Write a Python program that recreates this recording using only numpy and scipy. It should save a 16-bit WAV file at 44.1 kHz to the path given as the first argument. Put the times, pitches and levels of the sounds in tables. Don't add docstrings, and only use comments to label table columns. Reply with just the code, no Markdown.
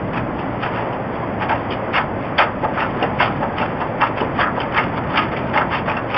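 import sys
import numpy as np
from scipy import signal
from scipy.fft import rfft, irfft, next_fast_len
from scipy.io import wavfile
from scipy.ndimage import uniform_filter1d

SR = 44100
rng = np.random.default_rng(int(sys.argv[2]) if len(sys.argv) > 2 else 0)


def master_out(mix):
    frames = np.transpose(np.atleast_2d(mix))
    ceiling = np.clip(frames, -1, 1)
    pcm = np.round(ceiling * 32767).astype(np.int16)
    wavfile.write(sys.argv[1], SR, pcm)


def voltage_ratio(level):
    return 10 ** (np.asarray(level, float) / 20)


N = 272097

# (peak time [s], rise [ms], fall [ms], level [dB], brightness [dB])
PUSH_STROKES = [(.178, 24, 20, -26.5, -3), (.635, 20, 30, -23.5, -2.5), (1.15, 25, 28, -37, -0.5),
                (1.5, 12, 40, -17.5, -4), (1.974, 22, 22, -16.5, -2), (2.392, 12, 24, -12, -1),
                (2.827, 48, 24, -21, -1.5), (3.212, 19, 32, -16, 1.5), (3.588, 16, 47, -24.5, 0.5),
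                (4.022, 19, 30, -19, -3), (4.41, 28, 18, -19, -1.5), (4.783, 41, 23, -20, -0.5),
                (5.182, 22, 18, -16, 2.5), (5.578, 26, 18, -15.5, -0.5), (5.897, 27, 20, -21.5, -4),
                (6.168, 9.7, 17, -18, 0)]
# (peak time [s], rise [ms], fall [ms], level [dB], brightness [dB])
PULL_STROKES = [(.395, 24, 47, -34.5, -3.5), (.767, 39, 51, -27.5, -3), (.935, 17, 14, -31, -8.5),
                (1.426, 22, 28, -21.5, -4.5), (1.712, 10, 32, -31, 3.5), (2.265, 56, 24, -37, 2),
                (2.65, 25, 12, -25.5, -10), (3.03, 26, 22, -21.5, -5), (3.432, 21, 21, -28.5, -13.5),
                (3.818, 25, 23, -25, -6.5), (4.215, 34, 26, -29, 0), (4.606, 12, 25, -24, 1),
                (4.98, 15, 6.4, -22, -2), (5.372, 8.1, 18, -29, 3.5), (5.752, 28, 33, -22, -0.5),
                (5.972, 10, 12, -25.5, -2), (6.147, 18, 14, -20, -4)]
# (peak time [s], level [dB], brightness [dB], rasp [dB])
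CATCHES = [(.146, -28.5, -2.5, 1.5), (.679, -37, 4.5, 0.5), (1.953, -19.5, 3, 2.5), (2.012, -32, 3, 5.5),
           (2.415, -16.5, -1, 1.5), (2.44, -27, -9.5, 0), (2.48, -33, -7, 5), (2.745, -37, 1.5, 4),
           (2.78, -28, -5.5, 6), (3.225, -22.5, -8, -2), (3.275, -34, 3.5, 3.5), (3.428, -31, -4, 6.5),
           (3.618, -25, -11.5, 3), (4.071, -33, 0.5, 2.5), (4.178, -28.5, -2.5, 2), (4.434, -25, 1, 6.5),
           (4.468, -31, -7, 12.5), (4.576, -26.5, -11, -1), (4.835, -29.5, -0.5, -1.5),
           (4.94, -30.5, -7.5, 2.5), (5.155, -23, -5, 4.5), (5.227, -29.5, 4.5, 2.5), (5.335, -31, 2.5, 3),
           (5.55, -23.5, -5.5, 2), (5.61, -30, -9.5, 10.5), (5.721, -28.5, 2, 7), (5.88, -29, -8.5, 5.5),
           (5.925, -33, -3, 8.5), (5.975, -32.5, 0, 10), (6.113, -34, 4.5, -4.5)]
# (time [s], rasp [dB])
PAINT_THICKNESS = [
    (0, 2.5),
    (1.5, -0.5),
    (2, 0.5),
    (3.2, 1.5),
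    (3.6, 3.5),
    (4.1, 4),
    (4.8, 4),
    (5.6, -0.5),
    (6, 4.5),
]
# (time [s], level [dB])
GLIDE = [
    (0, -46),
    (.8, -46.5),
    (1.3, -45.5),
    (2.3, -54),
    (3, -38),
    (3.9, -45),
    (4.7, -41),
    (5.4, -34),
    (6.2, -52.5),
]
# (frequency [Hz], width [Hz], level [dB])
PANEL_MODES = [(574, 49, -4.5), (786, 170, -3), (901, 104.5, 1), (964, 130, -6.5)]
# (frequency [Hz], width [Hz], level [dB])
RASP_MODES = [(1242, 30, 0), (1370, 67, -8.5), (1020, 440, 0.5), (1786, 520, -3)]
# (frequency [Hz], width [Hz], level [dB])
EDGE_MODES = [(2130, 110, 12.5), (2440, 150, -3.5), (2700, 120, 12), (2730, 51, -18), (3280, 158, 3.5),
              (2700, 1900, 4.5)]
# (time [s], level [dB], panel pitch [Hz], ring [ms])
KNOCKS = [(1.228, -13.5, 637, 40), (1.494, -7, 1007, 25), (2.633, -6.5, 553, 53), (2.649, -4, 768, 26),
          (3.023, -5.5, 469, 70), (3.203, -2.5, 955, 61), (3.428, -14.5, 948, 36), (3.447, -16, 710, 31),
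          (3.814, -9.5, 918, 18), (4.217, 9.5, 538, 10), (4.389, -4, 730, 39)]
# (time [s], level [dB], pitch [Hz], ring [ms])
THUDS = [
    (1.71, -12.5, 246, 45),
    (2.64, -21.5, 430, 17),
    (3.03, -12.5, 406, 64),
    (4.213, -7.5, 359, 50),
    (4.228, -12.5, 291, 76),
    (4.576, -13, 495, 62),
]
# (time [s], level [dB], blade pitch [Hz])
SNAPS = [(.143, -26.5, 2570), (.176, -20.5, 2540), (.392, -27.5, 2576), (.63, -28, 3130), (.93, -32, 2990),
         (1.425, -21.5, 2670), (1.706, -27, 3200), (1.962, -11.5, 2810), (2.382, -13.5, 3370),
         (2.411, -15, 2380), (3.027, -13, 2780), (3.583, -21, 2945), (4.016, -13.5, 2690),
         (4.208, -21, 2920), (4.411, -22, 3260), (4.603, -18, 3045), (4.785, -6.5, 2140),
         (5.184, -14.5, 2130), (5.365, -17.5, 2260), (5.575, -7, 2108), (5.576, -26, 3750),
         (5.75, -22.5, 3090), (5.897, -15.5, 2510), (5.968, -20, 2700), (6.144, -14, 2550)]
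# (frequency [Hz], density [dB per Hz])
FAN_SPECTRUM = [(15, -47), (25, -13), (119, 1), (260, 1.5), (426, -3), (569, 0), (670, -2), (931, -4),
                (1460, -12.5), (2030, -15), (3400, -32.5), (4420, -60), (7480, -120)]
# (frequency [Hz], gain [dB])
INPUT_FILTER = [(3300, -0.5), (3500, -6.5), (3700, -18), (3850, -25), (4010, -36.5), (4500, -95.5)]
# (frequency [Hz], gain [dB])
SMOOTHING_FILTER = [(3000, -0.5), (3600, 3.5), (4010, 3), (4600, -6.5), (5000, -18), (5600, -33),
                    (6000, -53), (7100, -68.5), (7500, -75), (7900, -66.5), (8400, -76.5), (8800, -69),
                    (9500, -80.5), (15100, -77), (15700, -91)]

SLIPS_PER_S, SLIP_SCATTER_DB, CHATTER_DB = 1800, 2.7, 2.4
CATCH_RISE_MS, CATCH_FALL_MS = 18, 19
PULL_RASP_DB = -1
PANEL_LAG_MS, RASP_LAG_MS = 3.1, 4.3
GRIP_DB = 1.3
SNAP_RING_MS = 35
ROOM_T60_S, ROOM_DB = 0.24, -8
FAN_DB, HUM_HZ, HUM_DB = -22.5, 119.3, -34
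SAMPLING_HZ, HAZE_DB = 8018, -89


def scraper():
    t = np.arange(N) / SR
    glide = voltage_ratio(np.interp(t, *np.transpose(GLIDE)) + 2.5 * walk(13))
    power = glide ** 2 * voltage_ratio([[0], [0], [-8]])
    bites = [(*row, np.interp(row[0], *np.transpose(PAINT_THICKNESS))) for row in PUSH_STROKES]
    bites += [(*row, PULL_RASP_DB) for row in PULL_STROKES]
    bites += [(s, CATCH_RISE_MS, CATCH_FALL_MS, *levels) for s, *levels in CATCHES]
    lag_ms = np.array([[PANEL_LAG_MS], [RASP_LAG_MS], [0]])
    for s, rise_ms, fall_ms, db, bright_db, rasp_db in bites:
        near = slice(max(int((s - .4) * SR), 0), int((s + .4) * SR))
        late_ms = 1000 * (t[near] - s) - lag_ms
        away = late_ms / np.where(late_ms < 0, rise_ms, fall_ms)
        fade_db = 8.66 * np.abs(away) ** np.where(away < 0, 1.8, 1.2)
        part_db = db + np.array([[-bright_db], [rasp_db], [bright_db]])
        power[:, near] += voltage_ratio(part_db - fade_db) ** 2
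    shared = slips()
    bodies = [(PANEL_MODES, 520), (RASP_MODES, 1000), (EDGE_MODES, 2000)]
    out = 0
    for body_power, (modes, low_hz) in zip(power, bodies):
        clicks = 0.85 * shared + 0.94 * slips()
        out = out + ring(np.sqrt(body_power) * clicks, modes, low_hz)
    return out


def slips():
    chance = rng.random(N) < SLIPS_PER_S / SR
    scatter = np.minimum(rng.exponential(size=N), 2)
    size = rng.standard_normal(N) * voltage_ratio(SLIP_SCATTER_DB * scatter)
    chatter = np.clip(walk(120), -2, 2)
    return unit(chance * size * voltage_ratio(CHATTER_DB * chatter))


def ring(x, modes, low_hz):
    out, power = 0, 0
    for k, (hz, width, db) in enumerate(modes):
        drive = x * voltage_ratio(db + GRIP_DB * walk(30))
        out = out + (-1) ** k * signal.lfilter(*signal.iirpeak(hz, hz / width, SR), drive)
        power += voltage_ratio(db) ** 2 * np.pi * width / SR
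    return colour(out / np.sqrt(power), [(low_hz / 2, -13), (low_hz, 0)])


def knocks():
    wood = blows([*KNOCKS, *THUDS], [(1.6, 0.82), (.68, 0.45)], .002) * voltage_ratio(-3)
    snaps = [(*row, SNAP_RING_MS) for row in SNAPS]
    steel = blows(snaps, [(0.92, 0.49), (1.3, 0.15)], 0.0012) * voltage_ratio(1.5)
    return wood + steel


def blows(table, partners, onset_s):
    out = np.zeros(N + SR)
    t = np.arange(SR // 5) / SR
    onset = np.minimum(t / onset_s, 1)
    for s, db, hz, ring_ms in table:
        modes = sum(gain * np.sin(2 * np.pi * ratio * hz * t) for ratio, gain in [(1, 1), *partners])
        decay = voltage_ratio(db - 60000 * t / ring_ms)
        out[int(s * SR):][:len(t)] += decay * modes * onset
    return out[:N]


def room(x):
    t = np.arange(SR // 2) / SR
    tail = rng.standard_normal(len(t)) * voltage_ratio(-60 * t / ROOM_T60_S) * (t > .006)
    wet = signal.fftconvolve(x, tail / np.linalg.norm(tail))[:N]
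    return voltage_ratio(ROOM_DB) * colour(wet, [(1000, 3.5), (3500, -6)])


def fan():
    spectrum = [*FAN_SPECTRUM[:-2], (4100, -38)]
    roar = voltage_ratio(FAN_DB) * unit(colour(rng.standard_normal(N), spectrum))
    bass = colour(roar, [(300, 6), (600, -35)])
    roar = bass * voltage_ratio(.4 * walk(5)) + (roar - bass) * voltage_ratio(.7 * walk(6))
    hum_hz = HUM_HZ + 9 * walk(14)
    hum = np.sin(2 * np.pi * np.cumsum(hum_hz) / SR) * voltage_ratio(HUM_DB + 2 * walk(15.0))
    return roar + hum


def walk(rate):
    k = int(SR / rate)
    held = np.repeat(rng.standard_normal(N // k + 1), k)
    return unit(uniform_filter1d(uniform_filter1d(held, k), k)[:N])


def colour(x, points):
    size = next_fast_len(N + 4096)
    hz, db = np.transpose(points)
    log_hz = np.log(np.fft.rfftfreq(size, 1 / SR) + 1)
    gain = voltage_ratio(np.interp(log_hz, np.log(hz), db))
    return irfft(rfft(x, size) * gain, size)[:N]


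def unit(x):
    return x / np.sqrt(np.mean(x ** 2))


def scene():
    blade = scraper() + knocks()
    return (blade + room(blade) + fan())[None]


def roll_off(x):
    return signal.sosfilt(signal.butter(12, 15700, fs=SR, output="sos"), x)


def record(dry):
    x = colour(np.tanh(1.095 * dry[0]) / 1.062, INPUT_FILTER)
    clock = 2 * np.pi * SAMPLING_HZ * np.arange(N) / SR
    x = colour(x * (1 + 2 * np.cos(clock) + 2 * np.cos(2 * clock)), SMOOTHING_FILTER)
    x += voltage_ratio(HAZE_DB) * unit(x) * rng.standard_normal(N)
    mix = x[None] - .0012
    return roll_off(mix)


dry = scene()
out = record(dry)
master_out(out)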